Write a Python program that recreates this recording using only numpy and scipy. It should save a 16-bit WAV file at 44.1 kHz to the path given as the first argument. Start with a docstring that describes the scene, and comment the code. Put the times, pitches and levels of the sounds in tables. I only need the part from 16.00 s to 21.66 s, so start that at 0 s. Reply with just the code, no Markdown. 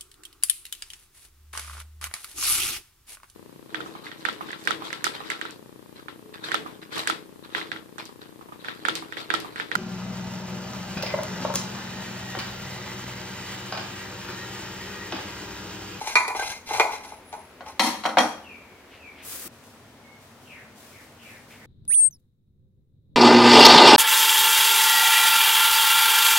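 """China clinks and scrapes: two small plates are slid and knocked off a wooden board to the left, carried
over and set down in a wooden shelf, where they rock and clack. Each blow rings the modes of plates and
wood; each slide is a stream of tiny slips. Then clothing swishes in strokes of noise as someone walks
through the quiet room, while a bird whistles far outside."""
import sys
import numpy as np
from scipy import signal
from scipy.fft import rfft, irfft, next_fast_len
from scipy.io import wavfile
from scipy.ndimage import uniform_filter1d, minimum_filter1d

SR = 44100
rng = np.random.default_rng(int(sys.argv[2]) if len(sys.argv) > 2 else 0)


def master_out(mix):
    """Clip the mix to full scale and print it as 16-bit PCM to the path in sys.argv[1]."""
    frames = np.transpose(np.atleast_2d(mix))
    ceiling = np.clip(frames, -1, 1)
    pcm = np.round(ceiling * 32767).astype(np.int16)
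    wavfile.write(sys.argv[1], SR, pcm)


N = 249595
HIT_SIZE = 32768  # samples in one blow or room response
TIME, HIT_TIME = np.arange(N) / SR, np.arange(HIT_SIZE) / SR
HIT_HZ = np.fft.rfftfreq(HIT_SIZE, 1 / SR)


def amp(db):
    """Decibels to gain."""
    return 10 ** (np.asarray(db) / 20)


def unit_rms(x):
    """Scales to rms 1."""
    return x / np.sqrt(np.mean(x ** 2) + 1e-20)


def unit_energy(x):
    """Scales to an average energy of 1 per channel."""
    return unit_rms(x) / np.sqrt(x.shape[-1])


def curve_at(points, hz):
    """Reads a curve on a log-frequency axis."""
    point_hz, value = np.transpose(points)
    return np.interp(np.log(hz + 1), np.log(point_hz + 1), value)


def add(mix, start_s, sound):
    """Mixes a sound in at start_s."""
    part = mix[:, max(round(start_s * SR), 0):][:, :sound.shape[-1]]
    part += sound[..., :part.shape[-1]]


def strokes(table, attack_s, fade_db_per_s):
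    """Envelope of rubbing strokes: each swells, holds and dies away."""
    start_s, length_s, level_db = np.transpose(table)[:, :, None]
    fade_db = np.clip(fade_db_per_s * (TIME - start_s - length_s), 0, 120)
    gains = np.clip((TIME - start_s) / attack_s, 0, 1) * amp(level_db - fade_db)
    return np.linalg.norm(gains, axis=0)


def flutter(depth_db, samples):
    """A gain that wavers at random, smoothed over so many samples."""
    return amp(depth_db * unit_rms(uniform_filter1d(rng.standard_normal(N), size=samples)))


# Left-right likeness of diffuse sound: freq_hz, correlation
STEREO_LIKENESS = [(60, 0.97), (290, 0.96), (640, 0.84), (1410, 0.69), (3100, 0.0033), (7000, 0.027)]
def noise(size, colour=((1, 0), (2, 0))):
    """Diffuse stereo noise, white by default: alike in the bass, unrelated in the treble."""
    n = next_fast_len(size)
    hz = np.fft.rfftfreq(n, 1 / SR)
    left, unrelated = rfft(rng.standard_normal((2, n)))
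    likeness = curve_at(STEREO_LIKENESS, hz)
    right = likeness * left + np.sqrt(1 - likeness ** 2) * unrelated
    return unit_rms(irfft(np.array([left, right]) * amp(curve_at(colour, hz)), n)[:, :size])


def noise_band(hz, width_hz):
    """Noise that follows a pitch curve; a narrow band whistles."""
    pole = np.exp(-np.pi * width_hz / SR)
    band = signal.lfilter([1], np.poly([pole, pole]), noise(len(hz)) + 1j * noise(len(hz)))
    return unit_rms((band * np.exp(2j * np.pi * np.cumsum(hz) / SR)).real)


def click(colour):
    """The shortest click with this spectrum (minimum phase)."""
    cepstrum = irfft(np.log(amp(curve_at(colour, HIT_HZ))))
    cepstrum[1:HIT_SIZE // 2] *= 2
    cepstrum[HIT_SIZE // 2 + 1:] = 0
    return unit_energy(irfft(np.exp(rfft(cepstrum))))


def ring(modes, damping, split=0.0063):
    """One spectrum per mode, a beating pair as no plate is quite round; damping divides base_t60_s."""
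    hz, energy_db, base_t60_s = np.transpose(modes)[:, :, None]
    phase = 2 * np.pi * hz * HIT_TIME
    twin = 0.45 * np.sin(phase * (1 + split) + 1) * (1 - np.exp(-phase / 20))
    waves = (np.sin(phase * (1 - split / 2)) - twin) * 1000 ** (-HIT_TIME * damping / base_t60_s)
    gains = amp(energy_db)
    waves *= gains / np.linalg.norm(waves, axis=1, keepdims=True) / np.linalg.norm(gains)
    delay_s = rng.uniform(0, 0.001937, hz.shape)  # bending waves need a moment to cross the plate
    return rfft(waves) * np.exp(-2j * np.pi * HIT_HZ * delay_s)


# Decay of the room tail: freq_hz, t60_s
ROOM_DECAY = [(150, 0.66), (400, 0.44), (1040, 0.47), (2760, 0.48), (7280, 0.41)]
# Tone of the room tail: freq_hz, level_db
ROOM_COLOUR = [(100, 11), (250, 6.5), (600, 4), (1200, 4), (3000, 0), (8000, 10), (16000, 10)]
def room(x, wet_db, near_db, near_t60_s):
    """Quick reflections between nearby panels, then the tail of a furnished room."""
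    hz, t, bands = signal.stft(noise(HIT_SIZE, ROOM_COLOUR), SR, nperseg=256)
    decay = 1000 ** (-t / curve_at(ROOM_DECAY, hz)[:, None])
    tail = signal.istft(bands * decay, SR, nperseg=256)[1][:, :HIT_SIZE]
    tail = unit_energy(tail * np.clip((HIT_TIME - 0.004) / 0.0069, 0, 1))
    near = unit_energy(noise(HIT_SIZE) * 1000 ** (-HIT_TIME / near_t60_s) * (HIT_TIME > 0.002))
    return x + signal.fftconvolve(x, amp(wet_db) * tail + amp(near_db) * near, axes=1)[:, :N]


# Still air, before and after the change: freq_hz, density_db
EARLY_AIR = [(15, -48), (25, -28), (82, 0), (130, -11.5), (277, -1), (317, -9.5), (373, -4.5), (607, -8),
             (1040, -11), (1700, -13.5), (2280, -13), (2990, -18), (9840, -30.5), (10700, -28.5),
             (16000, -32.5)]
LATE_AIR = [(15, -61), (25, -32), (105, -3.5), (185, -11.5), (229, -2), (326, -13), (354, -12),
            (463, -10.5), (503, -11.5), (796, -13.5), (1940, -19), (2160, -19.5), (2410, -20.5),
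            (3720, -24), (16000, -36.5)]
def room_tone(shelf_db=-50, window_db=-50.5, change_s=3.48, crossfade_s=0.014):
    """A low bed of air whose colour changes quickly at change_s."""
    blend = np.clip((TIME - change_s) / crossfade_s, 0, 1)
    return (np.sqrt(1 - blend) * amp(shelf_db) * noise(N, EARLY_AIR)
            + np.sqrt(blend) * amp(window_db) * noise(N, LATE_AIR))


# Calls: start_s, length_s, first_hz, last_hz, level_db, width_hz, bend (1 is straight, more flattens out)
BIRD_CALLS = [(2.425, 0.16, 3050, 2245, -50, 110, 1.8), (2.598, 0.2, 2274, 2250, -63, 81, 1.9),
              (2.971, 0.16, 2924, 2186, -52.5, 120, 1.77), (3.95, 0.29, 2173, 2180, -64.5, 30, 1.9),
              (4.435, 0.21, 3210, 1607, -53, 480, 1.4), (4.90, .12, 2650, 1700, -58, 380, 1.1),
              (5.16, 0.22, 3102, 1645, -54, 623, 0.99), (5.55, .12, 2516, 1660, -57, 450, 1.2)]
def bird():
    """Whistles, most of them falling, blurred by distance."""
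    out = np.zeros((2, N))
    for start_s, length_s, first_hz, last_hz, level_db, width_hz, bend in BIRD_CALLS:
        progress = np.linspace(0, 1, round(length_s * SR))
        pitch_hz = last_hz + (first_hz - last_hz) * (1 - progress) ** bend
        add(out, start_s, amp(level_db) * np.sin(np.pi * progress) * noise_band(pitch_hz, width_hz))
    return room(out, wet_db=13, near_db=-27, near_t60_s=0.048)


# A close swish, and folds of a dress swinging with the strides: start_s, length_s, level_db
SWISH_STROKES = [(3.22, 0.257, -37), (3.265, 0.102, -37.5)]
RUSTLE_STROKES = [(3.50, .04, -57), (3.61, 0.067, -55.5), (4.19, 0.031, -55), (4.39, 0.14, -58.5),
                  (4.745, 0.17, -51), (4.98, 0.037, -55), (5.20, 0.13, -53), (5.47, 0.055, -54)]
# Tone of each: freq_hz, density_db
SWISH_COLOUR = [(120, -36), (200, -15), (259, -13), (366, -17), (409, -27), (491, -2.5), (709, -20),
                (1160, -4), (4430, -4), (8420, 0.5), (16000, -0.5)]
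RUSTLE_COLOUR = [(300, -30), (1200, 0), (3000, -1), (5000, -0.5), (9000, -2), (16000, -6)]
# Soft arm brushes and bare steps: start_s, length_s, level_db, centre_hz, width_hz
BRUSHES_AND_STEPS = [(2.873, 0.15, -51, 2420, 2160), (3.134, 0.16, -50, 2490, 2200),
                     (3.326, 0.045, -48.5, 351, 202), (3.447, 0.035, -44, 290, 200),
                     (5.479, 0.12, -50, 2284, 1800)]
def walker(swish_left_db=0.5, rustle_db=-1):
    """Fabric rubs in grainy strokes of noise over a few soft brushes and footfalls."""
    swish = strokes(SWISH_STROKES, attack_s=0.052, fade_db_per_s=2500) * noise(N, SWISH_COLOUR)
    rustle = strokes(RUSTLE_STROKES, attack_s=0.036, fade_db_per_s=59) * noise(N, RUSTLE_COLOUR)
    out = swish * amp([[swish_left_db], [-swish_left_db]]) + amp(rustle_db) * rustle
    for start_s, length_s, level_db, centre_hz, width_hz in BRUSHES_AND_STEPS:
        swell = np.hanning(round(length_s * SR))
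        add(out, start_s, amp(level_db) * swell * noise_band(np.full(len(swell), centre_hz), width_hz))
    return out * flutter(depth_db=1, samples=150)


# Swells of a high ring: start_s, length_s, level_db
SINGING_STROKES = [(1.045, 0.034, -48), (1.24, 0.16, -52.5)]
def singing(gain_db=-6, first_hz=10530, rise_hz_per_s=550):
    """A thin ring creeps upward while the plates are carried."""
    envelope = strokes(SINGING_STROKES, attack_s=0.03, fade_db_per_s=105)
    pitch_hz = first_hz + rise_hz_per_s * (TIME - SINGING_STROKES[0][0])
    return amp(gain_db) * envelope * noise_band(pitch_hz, width_hz=140)


# A sticking plate: start_s, length_s, level_db, pitch_hz
SQUEAKS = [(0.386, .06, -33.5, 1552)]
def squeak(width_hz=70):
    """The glaze catches, sings for a moment and lets go."""
    out = np.zeros((2, N))
    for start_s, length_s, level_db, pitch_hz in SQUEAKS:
        swell = np.sin(np.pi * np.sqrt(np.linspace(0, 1, round(length_s * SR))))
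        add(out, start_s, amp(level_db) * swell * noise_band(np.full(len(swell), pitch_hz), width_hz))
    return room(out, wet_db=-7, near_db=-10, near_t60_s=0.03)


def slips(per_s, spread_db, max_db):
    """Stick-slip friction: random impulses, a few of them much stronger."""
    fired = rng.random(N) < per_s / SR
    return fired * amp(np.minimum(spread_db * rng.exponential(1, N), max_db))


# Pushes on the stack: start_s, length_s, glaze_db, wood_db
PUSHES = [(-0.03, .09, -47.5, -39.5), (.06, 0.054, -42, -50), (.345, 0.17, -42.5, -44),
          (.655, 0.039, -47, -53), (.682, 0.022, -44, -36), (.72, 0.068, -40.5, -53),
          (.897, .055, -46.5, -41), (1.025, 0.09, -56, -52), (1.31, 0.022, -58, -43),
          (1.65, 0.033, -55, -39.5)]
def push_envelope(on_wood):
    """How hard the pushes rub the wood, or else the glaze."""
    rows = np.array(PUSHES)[:, [0, 1, 3 if on_wood else 2]]
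    return strokes(rows, attack_s=0.012, fade_db_per_s=233)


# Modes of the board: pitch_hz, energy_db, base_t60_s
BOARD_MODES = [(649, -9, 0.36), (672, -8, 0.36), (768, -10, 0.22), (809, -3, 0.24), (849, 0, 0.24),
               (942, -3, 0.26), (1034, -13, 0.37), (1061, -9, 0.36), (1148, -13, 0.27), (1280, -9, 0.24),
               (1318, -13, 0.25), (1462, -14, 0.23), (1493, -14, 0.27)]
# Its body, the crowded, quickly dying modes in between: freq_hz, density_db
BOARD_BODY = [(100, -63), (270, -31.5), (410, -2), (540, -2), (880, 10.5), (1500, -17), (3000, -9.5),
              (8000, -11), (16000, -14.5)]
def wood_drag(body_db=-4, ring_db=-4, band_hz=(280, 2800)):
    """The foot ring sticks and slips on the wood, which answers with a low rasp."""
    drive = unit_rms(slips(per_s=400, spread_db=3, max_db=9)) * push_envelope(on_wood=True)
    tones = irfft(ring(BOARD_MODES, damping=4.7).sum(0))
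    response = amp(body_db) * click(BOARD_BODY) + amp(ring_db) * tones
    response = signal.sosfilt(signal.butter(3, band_hz, "bandpass", fs=SR, output="sos"), response)
    rasp = signal.fftconvolve(drive, response)[:N]
    return room(np.array([rasp, rasp]), wet_db=-9, near_db=-7.5, near_t60_s=0.031)


# Modes of plates pressed together: pitch_hz, energy_db, base_t60_s
RUBBED_MODES = [(853, -10, 0.16), (1630, -1, 0.02), (2088, 4.5, 0.036), (2548, -3.5, 0.052),
                (3940, 4, 0.039), (4410, -2, 0.044), (5740, 3, 0.0043), (6520, 1, 0.019), (7600, -7, 0.04),
                (9480, -3.5, 0.039), (11070, -6.5, 0.011), (13200, -30, 0.0047)]
# Hiss of glaze on glaze: freq_hz, density_db
GLAZE_HISS = [(250, -64), (450, -5), (850, 15), (1200, -55), (1600, -10), (2400, 13), (3000, 0.5),
              (4200, 0.5), (6600, -54.5), (8500, -3.5), (9800, -44), (12200, -59), (13700, 2), (16000, -63)]
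def glaze_slide(gain_db=6, hiss_db=-5):
    """Tiny slips of rough foot rings on glaze come in clumps and keep the plates ringing."""
    grains = slips(per_s=1200, spread_db=2, max_db=8) * flutter(depth_db=2.5, samples=400)
    drive = unit_rms(grains * rng.choice([-1, 1], N)) * push_envelope(on_wood=False)
    response = amp(hiss_db) * click(GLAZE_HISS) + irfft(ring(RUBBED_MODES, damping=0.92).sum(0))
    scrape = amp(gain_db) * signal.fftconvolve(drive, response)[:N]
    stereo = np.array([scrape, np.roll(scrape, shift=4)])  # reaches the left ear first
    return room(stereo, wet_db=-9, near_db=-3, near_t60_s=0.04)


def resonator(modes, body, ring_db, damping, crack_db, clatter_db, clatter_t60_s, vary_db=2):
    """Returns a function giving the spectrum of one blow: crack, dense clatter and clear modes."""
    body_click = rfft(click(body))
    tones = amp(ring_db) * ring(modes, damping)
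    fade = 1000 ** (-HIT_TIME[:HIT_SIZE // 4] / clatter_t60_s)

    def blow():
        weights = amp(vary_db * rng.standard_normal((2, len(modes))))  # each spot favours other modes
        clatter = rfft(unit_energy(noise(len(fade)) * fade), HIT_SIZE)
        return weights @ tones + body_click * (amp(crack_db) + amp(clatter_db) * clatter)
    return blow


def knocks(contacts, parts, lag_ms, low_cut_hz):
    """Each contact (start_s, one level_db per part, sharpness_hz) rings the parts; soft ones are dull."""
    out = np.zeros((2, N))
    right_lag = np.exp(-2j * np.pi * HIT_HZ * np.array([[0], [lag_ms]]) / 1000)
    for start_s, *levels_db, sharpness_hz in contacts:
        force = right_lag / (1 + 1j * HIT_HZ / sharpness_hz) ** 2
        blow = irfft(force * sum(amp(db) * part() for db, part in zip(levels_db, parts)))
        add(out, start_s, blow[:, :HIT_SIZE * 3 // 4] * np.sqrt(SR / 100))  # level as if packed in 10 ms
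    # small panels radiate no bass
    return signal.sosfilt(signal.butter(8, low_cut_hz, "highpass", fs=SR, output="sos"), out)


# The stack bumps the board: start_s, board_db
BUMPS = [(.013, -26.5), (.058, -36), (.349, -19.5), (.395, -23.5), (.709, -21), (.737, -23), (.782, -25),
         (.932, -27), (1.121, -33), (1.3375, -28.5)]
# Plate strikes plate: start_s, upper_db, lower_db, board_db, sharpness_hz
CLINKS = [(.073, -35, -42, -27.5, 12500), (.099, -53, -34, -36, 5000), (0.1553, -9.5, -21, -19, 6840),
          (.280, -28, -50, -25.5, 14100), (.303, -24.5, -38, -24.5, 1460), (.4235, -48, -31.5, -25, 5070),
          (0.522, -43, -41, -62, 18360), (.748, -27, -39, -27, 4000), (.798, -17.5, -15, -8.5, 4640),
          (1.048, -57, -60, -34.5, 9000), (1.328, -51, -51, -34, 7100)]
def loose_contacts(bump_hz=1920, jolt_db=-20, kick_s=0.009, chatter_s=0.047, chatter_hz=1800):
    """Bumps shake both plates softly; a hard clink kicks the lower one and the upper chatters on it."""
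    rows = [(start_s, db - 12, db - 15.5, db, bump_hz) for start_s, db in BUMPS] + list(CLINKS)
    for start_s, upper_db, _, board_db, sharpness_hz in CLINKS:
        if upper_db > jolt_db:
            rows.append((start_s + kick_s, -np.inf, upper_db - 9, board_db - 9.5, sharpness_hz))
            for bounce, drop_db in enumerate([11, 15.5, 20], start=1):
                db = upper_db - drop_db
                rows.append((start_s + bounce * chatter_s, db, db - 4, board_db - drop_db - 4, chatter_hz))
    return rows


# Modes of the loose plates: pitch_hz, energy_db, base_t60_s
UPPER_LOOSE_MODES = [(912, -7, 0.42), (996, 0, 0.42), (1087, -9, 0.28), (1174, -15, 0.3), (1277, -11, 0.27),
                     (1357, -11, 0.25), (1490, -16, 0.22), (1988, -2, 0.2), (2043, -6, 0.21),
                     (2254, -11, 0.26), (2366, -1, 0.24), (2445, 0, 0.25), (3938, -18, 0.31),
                     (4210, -13, 0.28), (4626, -20, 0.32), (6472, -16, 0.3), (7436, -18, 0.24),
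                     (9627, -18, 0.42), (12720, -26, 0.4), (13560, -23, 0.35)]
LOWER_LOOSE_MODES = [(2064, -12, 0.26), (2137, -4, 0.26), (2231, -7, 0.27), (2439, 0, 0.21),
                     (2514, -17, 0.22), (3274, -16, 0.19), (4206, -16, 0.2), (4456, -22, 0.34),
                     (6390, -16, 0.37), (7432, -20, 0.29), (9650, -25, 0.25)]
# Their body: freq_hz, density_db
LOOSE_BODY = [(150, -47), (400, -17.5), (1000, 9.5), (1600, 1), (2400, 12.5), (2900, -11), (4200, 3),
              (5300, -5.5), (7400, -2.5), (8500, -28), (10000, 1), (16000, -43)]
def pick_up():
    """The loose plates knock each other and the board, off to the left."""
    upper = resonator(UPPER_LOOSE_MODES, LOOSE_BODY, ring_db=-2, damping=1.2,
                      crack_db=-13, clatter_db=-4, clatter_t60_s=0.06)
    lower = resonator(LOWER_LOOSE_MODES, LOOSE_BODY, ring_db=-1, damping=1.2,
                      crack_db=-13, clatter_db=-4, clatter_t60_s=0.07)
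    board = resonator(BOARD_MODES, BOARD_BODY, ring_db=-10.5, damping=1.7,
                      crack_db=-7, clatter_db=-6, clatter_t60_s=0.057)
    clinks = knocks(loose_contacts(), [upper, lower, board], lag_ms=0.1, low_cut_hz=294)
    return room(clinks, wet_db=-2, near_db=-7.5, near_t60_s=0.033)


# The stack meets the shelf: start_s, shelf_db, lower_db, sharpness_hz, hop_s, clack_db
LANDINGS = [(1.6076, -30.5, -37, 3460, 0.055, -49), (1.795, -11, -0.5, 13200, 0.0024, -7),
            (2.037, -30, -26.5, 6000, 0.0067, -35), (2.0536, -13, -18, 4580, .0065, -24),
            (2.0897, -25, -26.5, 4500, 0.0049, -47), (2.171, -2, -10.5, 2950, 0.013, -9.5),
            (2.178, -16.5, -11.5, 2370, .028, -24.5)]
def seated_contacts(clack_hz=9700, rebound_db=-21):
    """At each landing the upper plate hops, clacks back and rebounds once."""
    rows = []
    for start_s, shelf_db, lower_db, sharpness_hz, hop_s, clack_db in LANDINGS:
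        rows.append((start_s, lower_db - 15.5, lower_db, shelf_db, sharpness_hz))
        for delay_s, db in [(hop_s, clack_db), (2.5 * hop_s, clack_db + rebound_db)]:
            rows.append((start_s + delay_s, db, db - 21, db - 10, clack_hz))
    return rows


# Modes of the seated plates and the shelf: pitch_hz, energy_db, base_t60_s
UPPER_SEATED_MODES = [(1864, -4, 0.18), (1962, -5, 0.19), (2243, -12, 0.26), (2308, -10, 0.26),
                      (2498, -11, 0.31), (3252, 0, 0.16), (3834, -14, 0.22), (4023, -15, 0.28),
                      (4260, -9, 0.24), (5539, -10, 0.25), (5657, -9, 0.22), (5770, -9, 0.2),
                      (5889, -10, 0.19), (6428, -17, 0.25), (6565, -17, 0.24), (7405, -17, 0.26),
                      (8099, -18, 0.23), (9222, -14, 0.42), (10700, -14, 0.42), (13700, -16, 0.3)]
LOWER_SEATED_MODES = [(221, -8, 0.42), (244, -13, 0.42), (268, -13, 0.42), (315, -8, 0.42), (758, -5, 0.42),
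                      (793, -3, 0.42), (895, -4, 0.42), (945, 0, 0.42), (977, -5, 0.42), (1000, -7, 0.42),
                      (1330, -5, 0.42), (1929, -5, 0.33), (2059, -5, 0.3), (2257, -10, 0.42),
                      (2428, -12, 0.42), (3164, -5, 0.42), (3895, -12, 0.36), (3962, -8, 0.36),
                      (4230, -3, 0.3), (4546, -9, 0.32), (4694, -9, 0.37), (4897, -16, 0.42),
                      (5382, -12, 0.35), (5498, -7, 0.35), (5607, -12, 0.34), (6377, -12, 0.42),
                      (6519, -12, 0.42), (9080, -8, 0.33), (9181, -12, 0.33), (11220, -11, 0.42),
                      (13630, -11, 0.26)]
SHELF_MODES = [(221, -12, 0.42), (252, -15, 0.42), (306, -8, 0.23), (369, -17, 0.42), (455, -15, 0.42),
               (497, -9, 0.34), (581, 0, 0.19), (631, 0, 0.2), (678, -5, 0.23), (732, -2, 0.26),
               (803, 0, 0.25), (837, -4, 0.24), (903, -4, 0.21), (956, 0, 0.18), (989, -12, 0.2),
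               (1074, -13, 0.33), (1124, -9, 0.35), (1147, -5, 0.32), (1188, -5, 0.28), (1215, -10, 0.28),
               (1281, -8, 0.36), (1319, -11, 0.42), (1359, -12, 0.42), (1400, -10, 0.31), (1443, -6, 0.24),
               (1548, -13, 0.32)]
# Their bodies: freq_hz, density_db
SEATED_BODY = [(150, -28), (400, -8), (900, 12.5), (1600, -2), (2700, 3.5), (4300, 2.5), (5100, -5),
               (6500, -5), (8600, -12.5), (10500, -8.5), (14000, -18), (16000, -74)]
SHELF_BODY = [(70, -40), (150, -2), (220, -4), (300, -5), (420, -23), (510, 6), (570, 8), (660, -1),
              (780, 11.5), (950, -1), (1400, 4), (2500, -9.5), (5000, -40), (16000, -16)]
def set_down():
    """The stack lands on the shelf, tips and drops flat in short, damped clacks."""
    upper = resonator(UPPER_SEATED_MODES, SEATED_BODY, ring_db=-4.5, damping=3.2,
                      crack_db=-32, clatter_db=-2.5, clatter_t60_s=0.029)
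    lower = resonator(LOWER_SEATED_MODES, SEATED_BODY, ring_db=-7, damping=2.44,
                      crack_db=-42, clatter_db=-5.5, clatter_t60_s=0.043)
    shelf = resonator(SHELF_MODES, SHELF_BODY, ring_db=-9, damping=1.63,
                      crack_db=-9.5, clatter_db=-8.5, clatter_t60_s=0.23)
    clacks = knocks(seated_contacts(), [upper, lower, shelf], lag_ms=0.012, low_cut_hz=201)
    return room(clacks, wet_db=-2.5, near_db=-9, near_t60_s=0.037)


def scene(left_db=0.65):
    """All sources, a little stronger on the left."""
    plates = pick_up() + set_down() + glaze_slide() + singing() + wood_drag() + squeak()
    return (plates + bird() + walker() + room_tone()) * amp([[left_db], [-left_db]])


def record(dry, limit_db=-2.5, recover_db_per_s=180, high_cut_hz=15950):
    """A fast look-ahead limiter holds the loudest clacks down; a steep low-pass trims the top."""
    peak_db = 20 * np.log10(abs(dry).max(0) + 1e-9)
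    recovery_db = TIME * recover_db_per_s
    held_db = np.maximum.accumulate(peak_db + recovery_db) - recovery_db
    over_db = np.maximum(held_db - limit_db, 0)
    gain_db = uniform_filter1d(minimum_filter1d(-over_db, size=120), size=120)
    low_pass = signal.firwin(511, high_cut_hz, window=("kaiser", 9), fs=SR)
    return signal.oaconvolve(dry * amp(gain_db), low_pass[None], "same")


dry = scene()
out = record(dry)
master_out(out)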